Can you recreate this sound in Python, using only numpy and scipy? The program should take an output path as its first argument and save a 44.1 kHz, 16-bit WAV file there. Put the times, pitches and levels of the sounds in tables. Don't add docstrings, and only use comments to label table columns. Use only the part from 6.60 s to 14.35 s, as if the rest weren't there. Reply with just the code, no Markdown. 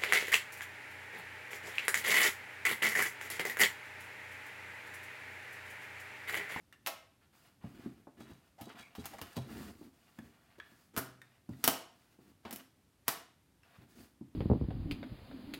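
import sys
import numpy as np
from scipy import signal
from scipy.fft import rfft, irfft, next_fast_len
from scipy.io import wavfile
from scipy.ndimage import uniform_filter1d, map_coordinates

SR = 44100
rng = np.random.default_rng(int(sys.argv[2]) if len(sys.argv) > 2 else 0)


def digitize_waveform(pressure):
    field = np.atleast_2d(pressure).T
    bounded = np.clip(field, -1, 1)
    quanta = np.round(bounded * 32767).astype(np.int16)
    wavfile.write(sys.argv[1], SR, quanta)


N = 341775
AGE_S = np.arange(SR // 2) / SR

# frequency in Hz, width in Hz, gain in dB.
PANELS = [(264, 20, -4), (579, 18, -5.5), (683.4, 45, -5.5), (808.5, 14, 1), (1082, 11, -3),
          (1325, 18, 2.5), (1290, 69, -4.5), (1888, 10, 4.5), (2900, 80, -6.5), (3200, 38, -17.5),
          (4800, 60, -13), (5450, 60, 6)]
# frequency in Hz, gain in dB.
GRIT = [(300, -19), (700, -0.5), (1800, -2), (3500, -8.5), (7000, -13), (15000, -20.5)]
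# start in seconds, length in seconds, grumble and hiss gains in dB.
SHOVES = [(1.023, 0.27, -57, -71.5), (1.29, 0.12, -65.5, -80), (1.567, 0.16, -55.5, -81),
          (2.506, .13, -54.5, -80), (2.802, 0.062, -55.5, -73), (2.868, .14, -48.5, -60),
          (3.008, 0.09, -49, -57), (3.128, 0.13, -62, -68.5), (3.592, 0.11, -60.5, -73),
          (4.893, 0.13, -62.5, -70), (5.586, 0.12, -65.5, -74.5), (7.184, .06, -62.5, -78.5),
          (7.278, 0.095, -64, -68), (7.348, 0.093, -57.5, -61.5)]
# start in seconds, length in seconds, rub and hiss gains in dB.
RUBS = [(0.605, 0.028, -69.5, -83), (0.723, 0.16, -67.5, -67.5), (1.007, 0.021, -62, -81),
        (1.194, 0.031, -58, -66), (1.76, 0.12, -72, -76), (2.076, 0.031, -53.5, -73),
        (2.145, 0.056, -53, -64), (2.25, 0.091, -69, -78), (2.363, 0.378, -61.5, -63.5),
        (2.52, 0.024, -57, -78), (3.316, 0.27, -71, -71.5), (3.68, 0.49, -71.5, -79),
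        (4.04, 0.21, -73, -71), (4.614, 0.16, -74, -81), (4.957, 0.068, -83, -69), (5.302, 0.24, -74, -75),
        (5.828, 0.17, -63, -74), (7.025, 0.097, -64.5, -75.5), (7.1, .08, -61.5, -72)]


def band_snaps(flutter_db=-6, ring_db=4, edge_db=3, slide_db=-27, slide_s=0.0073):
    # start in seconds, level in dB, thud, wood and sizzle in dB re 3 kHz,
    # wood frequency in Hz, edge ring in Hz, crack t60 in seconds.
    snaps = [(0.2629, -37.5, -12, -3, -7.5, 644, 2600, 0.012),
             (0.2711, -33, -5.5, 15.5, 1, 660, 2130, 0.042), (2.011, -46, 19.5, 11.5, 1, 805, 3050, 0.051),
             (2.3508, -50, -5, 16, -5, 790, 3200, 0.072), (2.4561, -42.5, 3, 7.5, 4, 900, 6600, 0.03),
             (2.6145, -43, 8, 10.5, -1, 980, 2900, 0.027), (2.767, -39.5, 22, 6, -4, 1000, 4030, 0.025),
             (4.3644, -38, 4, 13, 0, 1560, 2290, .03), (4.3754, -30.5, 16.5, 12.5, 7, 1470, 1450, 0.047),
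             (5.0407, -25, 2.5, 5.5, 4, 1340, 5580, 0.028),
             (5.0771, -20.5, 8.5, 15.5, 6.5, 750, 3030, 0.01),
             (5.851, -43.5, 16.5, 17, -19, 900, 2234, .09), (5.9091, -45.5, 12, 6, 2.5, 890, 1990, 0.017),
             (5.927, -41, 18, 7, 7.5, 905, 1950, 0.036), (5.960, -45.5, 11, 1, 8.5, 900, 3060, 0.0076),
             (6.4808, -25.5, 2, 11, 4.5, 963, 1890, 0.016)]
    # frequency in Hz, gain in dB.
    slap_spectrum = [(50, -21), (100, -6.5), (170, 1.5), (260, 6), (440, 3.5), (700, 0.5), (2800, 3.5),
                     (4200, 1.5), (7500, -2), (10000, -0.5), (13500, 3.5), (16000, -1)]
    out = np.zeros(N)
    for start_s, db, thud_db, wood_db, sizzle_db, wood_hz, edge_hz, t60_s in snaps:
        crack = burst(fade(t60_s) * (1 - fade(0.0011)) * contact_noise())
        flutter = burst(fade(1.7 * t60_s) * (1 - fade(0.026)) * rng.laplace(size=len(AGE_S)))
        force = whiten(crack + amp(flutter_db) * flutter)
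        edge = resonate(force, [(edge_hz, 0.062 * edge_hz, edge_db)])
        box = force + amp(ring_db) * resonate(force, PANELS) + edge
        landing = [(260, thud_db), (440, (thud_db + wood_db) / 2 - 5), (wood_hz, wood_db - 2),
                   (2200, 0), (3800, 0), (11000, sizzle_db)]
        slap = minimum_phase(box, lambda hz: amp(along(slap_spectrum, hz) + along(landing, hz)))
        add(out, start_s, amp(db) * in_room(burst(slap), wet_db=-5))
        slide = np.exp(-AGE_S / slide_s)[::-1] * coloured(contact_noise(), GRIT)
        add(out, start_s - 0.05, amp(db + slide_db) * slide[-SR // 20:])
    return out


def band_ticks(gain_db=-14, crack_db=-3, overtone_db=-8, blur_rad=0.37):
    # start in seconds, relative level in dB, pitch in Hz, click in dB re the ring.
    ticks = [(0.1258, -46.5, 1800, -6), (1.606, -47.5, 1220, -9), (2.532, -48, 1240, -12),
             (2.7313, -62, 3380, 11), (3.5884, -43, 1730, -7.5), (4.0004, -34.5, 1714, -38),
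             (4.617, -42, 1850, -9), (4.892, -59.5, 1380, 4.5), (4.934, -52.5, 1870, -15),
             (7.033, -53.5, 2664, -14)]
    out = np.zeros(N)
    for start_s, db, hz, click_db in ticks:
        crack = bandpass(whiten(fade(0.031) * contact_noise()), 1200, 2300, order=2)
        click = bandpass(fade(0.024) * contact_noise(), 3000, 15000, order=1)
        phase = 2 * np.pi * hz * AGE_S + blur_rad * wobble(410)
        ring = fade(0.029) * (np.sin(phase) + amp(overtone_db) * np.sin(1.98 * phase))
        tick = burst(ring) + amp(crack_db) * burst(crack) + amp(click_db) * burst(click)
        add(out, start_s, amp(db + gain_db) * in_room(tick, wet_db=-6.5, echo_db=-16))
    return out


def band_twangs(slope_db_per_octave=-1, even_db=-9, sharp=0.023, waver=0.013):
    # start in seconds, fundamental level in dB, pitch in Hz, t60 in seconds.
    twangs = [(2.384, -44, 83.4, 0.27), (2.617, -45.5, 87.8, 0.17), (2.773, -45, 81.4, 0.27),
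              (2.78, -42.5, 132.7, 0.23), (4.368, -41.5, 90, 0.16), (4.374, -48, 126.9, 0.76),
              (5.079, -52.5, 105.1, 0.2), (5.851, -55, 86.6, 0.21)]
    out = np.zeros(N)
    for start_s, db, hz, t60_s in twangs:
        phase = phase_of(hz * (1 + sharp * fade(0.094) + waver * wobble(70)))
        tone = np.zeros(len(AGE_S))
        for k in range(1, 7):
            gain = amp(slope_db_per_octave * np.log2(k) + even_db * (k % 2 == 0))
            tone += gain * fade(t60_s / k ** 0.33) * np.sin(k * phase + rng.uniform(0, 2 * np.pi))
        add(out, start_s, amp(db) * tone * (1 - fade(0.0077)))
    return out


def band_squeaks(spread=0.035, wander_hz=100, rise_s=0.005):
    # start in seconds, length in seconds, level in dB, pitch in Hz, grit in dB re the tone.
    squeaks = [(0.125, 0.029, -62.5, 2930, 0), (1.98, 0.075, -56, 780, -6.5),
               (2.216, 0.091, -60, 2347, -13), (2.44, 0.034, -54, 797, 5.5),
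               (2.532, 0.025, -44.5, 760, -10), (2.582, 0.016, -50, 905, 4), (2.755, 0.033, -54, 982, -0.5),
               (3.982, 0.012, -48, 468, -10), (4.335, 0.047, -56.5, 300, -7), (5.035, 0.016, -58, 5800, 3),
               (5.862, .08, -56.5, 825, -8), (5.993, .02, -59.5, 2920, 5)]
    out = np.zeros(N)
    for start_s, length_s, db, hz, grit_db in squeaks:
        slip_hz = hz + np.hypot(spread * hz, wander_hz) * wobble(454)
        tone = unit(np.sin(phase_of(slip_hz)) * amp(1.2 * wobble(138)))
        grit = coloured(contact_noise() * amp(4 * wobble(700)), GRIT)
        envelope = (1 - np.exp(-AGE_S / rise_s)) * np.cos(np.pi / 2 * np.minimum(AGE_S / length_s, 1))
        add(out, start_s, amp(db) * (tone + amp(grit_db) * grit) * envelope)
    return in_room(out, wet_db=-10)


def band_creaks(slip_hz=330, unevenness=0.59, size_spread_db=5, click_db=-19):
    # start in seconds, length in seconds, gain in dB.
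    creaks = [(1.595, 0.0083, -58.5), (1.67, 0.083, -72.5), (2.02, 0.077, -63), (2.175, 0.014, -56),
              (2.376, 0.025, -59.5), (2.53, .08, -73), (2.75, 0.017, -53.5)]
    # frequency in Hz, width in Hz, gain in dB.
    corner_modes = [(3340, 35, -3), (3875, 52, -0.5), (4680, 27, -7), (6570, 87, -9.5), (8400, 32, -25),
                    (8700, 150, -12)]
    rate_hz = slip_hz * np.exp(unevenness * wobble(300, N))
    slips = np.diff(np.floor(np.cumsum(rate_hz) / SR), prepend=0)
    slips *= amp(size_spread_db * np.tanh(wobble(500, N)))
    creak = resonate(slips, corner_modes) + amp(click_db) * bandpass(slips, 1500, 10500, order=1)
    return in_room(strokes(creaks) * unit(creak), wet_db=-20, echo_db=-18)


def box_bumps(thump_db=-4, push_db=2, panel_db=-3, knock_t60_s=0.1):
    # start in seconds, relative level in dB, push frequency in Hz, knock gain in dB.
    bumps = [(1.039, -35.5, 171, -14), (1.258, -32, 243, -22), (1.47, -47.5, 269, -0.5),
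             (1.603, -45, 230, -7), (1.711, -45.5, 149, -11), (2.009, -44.5, 149, -12),
             (2.069, -45, 263, -5.5), (2.146, -50.5, 240, -8), (2.195, -53, 202, -7),
             (2.380, -36.5, 204, -33), (2.769, -30, 149, -10.5), (3.211, -43.5, 290, -12.5),
             (3.263, -50, 231, -17), (3.585, -39.5, 213, -14), (4.118, -55, 238, -18),
             (4.889, -33.5, 212, -18.5), (4.902, -38.5, 130, -25), (5.586, -52.5, 264, -11),
             (7.181, -48, 144, -29), (7.609, -37, 227, -23.5)]
    # frequency in Hz, width in Hz, gain in dB.
    body_modes = [(84, 31, -3), (130, 11, 4.5), (222.7, 13, -4), (263, 12, 4), (345, 120, -6.5)]
    out = np.zeros(N)
    for start_s, db, hz, knock_db in bumps:
        pulse_time = np.pi * hz * AGE_S / 2 - 2
        push = np.sin(4 * pulse_time) * np.exp(-pulse_time ** 2)
        thump = burst(resonate(push, body_modes)) + amp(push_db) * burst(push)
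        knock = bandpass(whiten(fade(knock_t60_s) * contact_noise()), 190, 920, order=3)
        bump = amp(thump_db) * burst(thump) + amp(knock_db + panel_db) * burst(knock)
        add(out, start_s, amp(db) * in_room(bump, wet_db=-9.5, echo_db=-20))
    return out


def box_drag(drag, pressure_db, groan_hz=227.5, groan_spread=0.06, groan_from_db=-48.5):
    # frequency in Hz, gain in dB.
    grumble_spectrum = [(30, -29), (60, -6.5), (95, -5), (160, -11), (235, -1), (340, -6.5), (480, -16.5),
                        (800, -41)]
    chatter_hz = groan_hz * (1 + groan_spread * wobble(90, N))
    chatter = unit(np.sin(phase_of(chatter_hz)) * amp(pressure_db))
    grumble = coloured(catches(pressure_db), grumble_spectrum)
    return drag * (grumble + drag / amp(groan_from_db) * chatter)


def lid_rubs(drag, pressure_db, scrape_db=-7.5, grain_db=5, ring_db=2):
    # frequency in Hz, gain in dB.
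    rub_spectrum = [(250, -8.5), (500, 4), (900, 4), (1700, 4), (3000, -2), (5000, -11), (9000, -46)]
    envelope = np.hypot(strokes([row[:3] for row in RUBS]), amp(scrape_db) * drag)
    friction = catches(pressure_db) * amp(grain_db * np.tanh(wobble(250, N)))
    lid = friction + amp(ring_db) * resonate(friction, PANELS)
    return envelope * coloured(in_room(lid, wet_db=-2.5), rub_spectrum)


def sliding_hiss(pressure_db, gain_db=-1):
    # frequency in Hz, gain in dB.
    hiss_spectrum = [(2000, -16.5), (4500, -4.5), (8000, -8), (13000, -6.5), (16000, -6.5)]
    envelope = strokes([(start_s, length_s, db) for start_s, length_s, _, db in SHOVES + RUBS])
    return amp(gain_db) * envelope * coloured(in_room(catches(pressure_db), wet_db=3.5), hiss_spectrum)


def room_tone(level_db=-70.5):
    # frequency in Hz, gain in dB.
    room_spectrum = [(20, -31.5), (40, -5.5), (80, 4.5), (130, 1.5), (290, -1), (450, -10.5), (1300, -16),
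                     (3000, -19), (7000, -24), (9000, -23), (14000, -25.5), (16000, -34)]
    return amp(level_db) * coloured(rng.standard_normal(N), room_spectrum)


def in_room(x, wet_db, echo_db=-8, echo_s=0.0087):
    # frequency in Hz, t60 in seconds.
    decay_times = [(100, 0.29), (300, 0.45), (1000, 0.45), (3500, 0.44), (7000, 0.37), (14000, 0.23)]
    hz, t, spectra = signal.stft(rng.standard_normal(SR * 2 // 3), SR, nperseg=256)
    decay = np.exp(-np.log(1000) * t / along(decay_times, hz)[:, None])
    tail = signal.istft(spectra * decay, SR, nperseg=256)[1]
    tail *= 1 - np.exp(-np.arange(len(tail)) / SR / 0.00023)
    response = amp(wet_db) * tail / np.linalg.norm(tail)
    response[0] += 1
    add(response, echo_s, amp(echo_db) * np.hanning(5) / 2)
    return signal.fftconvolve(x, response)[:N]


def catches(pressure_db, grain_db=3):
    return rng.standard_normal(N) * amp(pressure_db + grain_db * wobble(900, N))


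def strokes(rows, attack_s=0.012, release_s=0.038, swell_db=2):
    power = np.zeros(N)
    for start_s, length_s, db in rows:
        t = np.arange(int((length_s + 0.25) * SR)) / SR
        swell = amp(swell_db * (np.minimum(t / length_s, 1) - 1.5))
        gate = (1 - np.exp(-t / attack_s)) * np.exp(-np.maximum(t - length_s, 0) / release_s)
        add(power, start_s, (amp(db) * swell * gate) ** 2)
    return np.sqrt(power)


def amp(db):
    return 10 ** (np.asarray(db) / 20)


def unit(x):
    return x / np.sqrt(np.mean(x ** 2) + 1e-20)


def burst(x):
    return x / np.sqrt(np.sum(x ** 2) / (SR / 100) + 1e-20)


def along(points, hz):
    point_hz, values = np.transpose(points)
    return np.interp(np.log(hz + 1), np.log(point_hz + 1), values)


def fade(t60_s):
    return np.exp(-np.log(1000) * AGE_S / t60_s)


def contact_noise():
    return rng.standard_normal(len(AGE_S))


def wobble(rate_hz, size=SR // 2):
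    knots = rng.standard_normal(int(size * rate_hz / SR) + 4)
    return map_coordinates(knots, [np.arange(size) * rate_hz / SR])


def phase_of(hz):
    return 2 * np.pi * np.cumsum(hz) / SR


def add(track, start_s, sound):
    part = track[max(round(start_s * SR), 0):][:len(sound)]
    part += sound[:len(part)]


def filtered(x, response):
    size = next_fast_len(len(x) + SR // 2)
    return irfft(rfft(x, size) * response(np.fft.rfftfreq(size, 1 / SR)), size)[:len(x)]


def bandpass(x, low_hz, high_hz, order):
    return signal.sosfilt(signal.butter(order, [low_hz, high_hz], "band", fs=SR, output="sos"), x)


def resonate(x, modes):
    return filtered(x, lambda f: sum(
        (-1) ** k * amp(db) * 1j * f * width_hz / (hz * hz - f * f + 1j * f * width_hz)
        for k, (hz, width_hz, db) in enumerate(modes)))


def coloured(x, spectrum):
    return unit(filtered(x, lambda hz: amp(along(spectrum, hz))))


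def minimum_phase(x, gain):
    size = 2 * len(x)
    cepstrum = irfft(np.log(gain(np.fft.rfftfreq(size, 1 / SR)) + 1e-6))
    cepstrum[1:len(x)] *= 2
    cepstrum[len(x) + 1:] = 0
    return irfft(rfft(x, size) * np.exp(rfft(cepstrum)))[:len(x)]


def whiten(x, smooth_bins=220):
    power = np.abs(uniform_filter1d(np.abs(rfft(x, 2 * len(x))) ** 2, smooth_bins))
    return minimum_phase(x, lambda hz: 1 / np.sqrt(power / power.mean() + 1e-3))


def scene():
    band = band_snaps() + band_ticks() + band_twangs() + band_squeaks() + band_creaks()
    drag = strokes([row[:3] for row in SHOVES])
    pressure_db = 3 * np.tanh(wobble(45, N))
    sliding = box_drag(drag, pressure_db) + lid_rubs(drag, pressure_db) + sliding_hiss(pressure_db)
    return (band + box_bumps() + sliding + room_tone())[None]


def record(dry, low_hz=38, top_hz=16050):
    thin = signal.sosfilt(signal.butter(2, low_hz, "high", fs=SR, output="sos"), dry)
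    return np.array([filtered(x, lambda hz: 1 / np.sqrt(1 + (hz / top_hz) ** 160)) for x in thin])


dry = scene()
out = record(dry)
digitize_waveform(out)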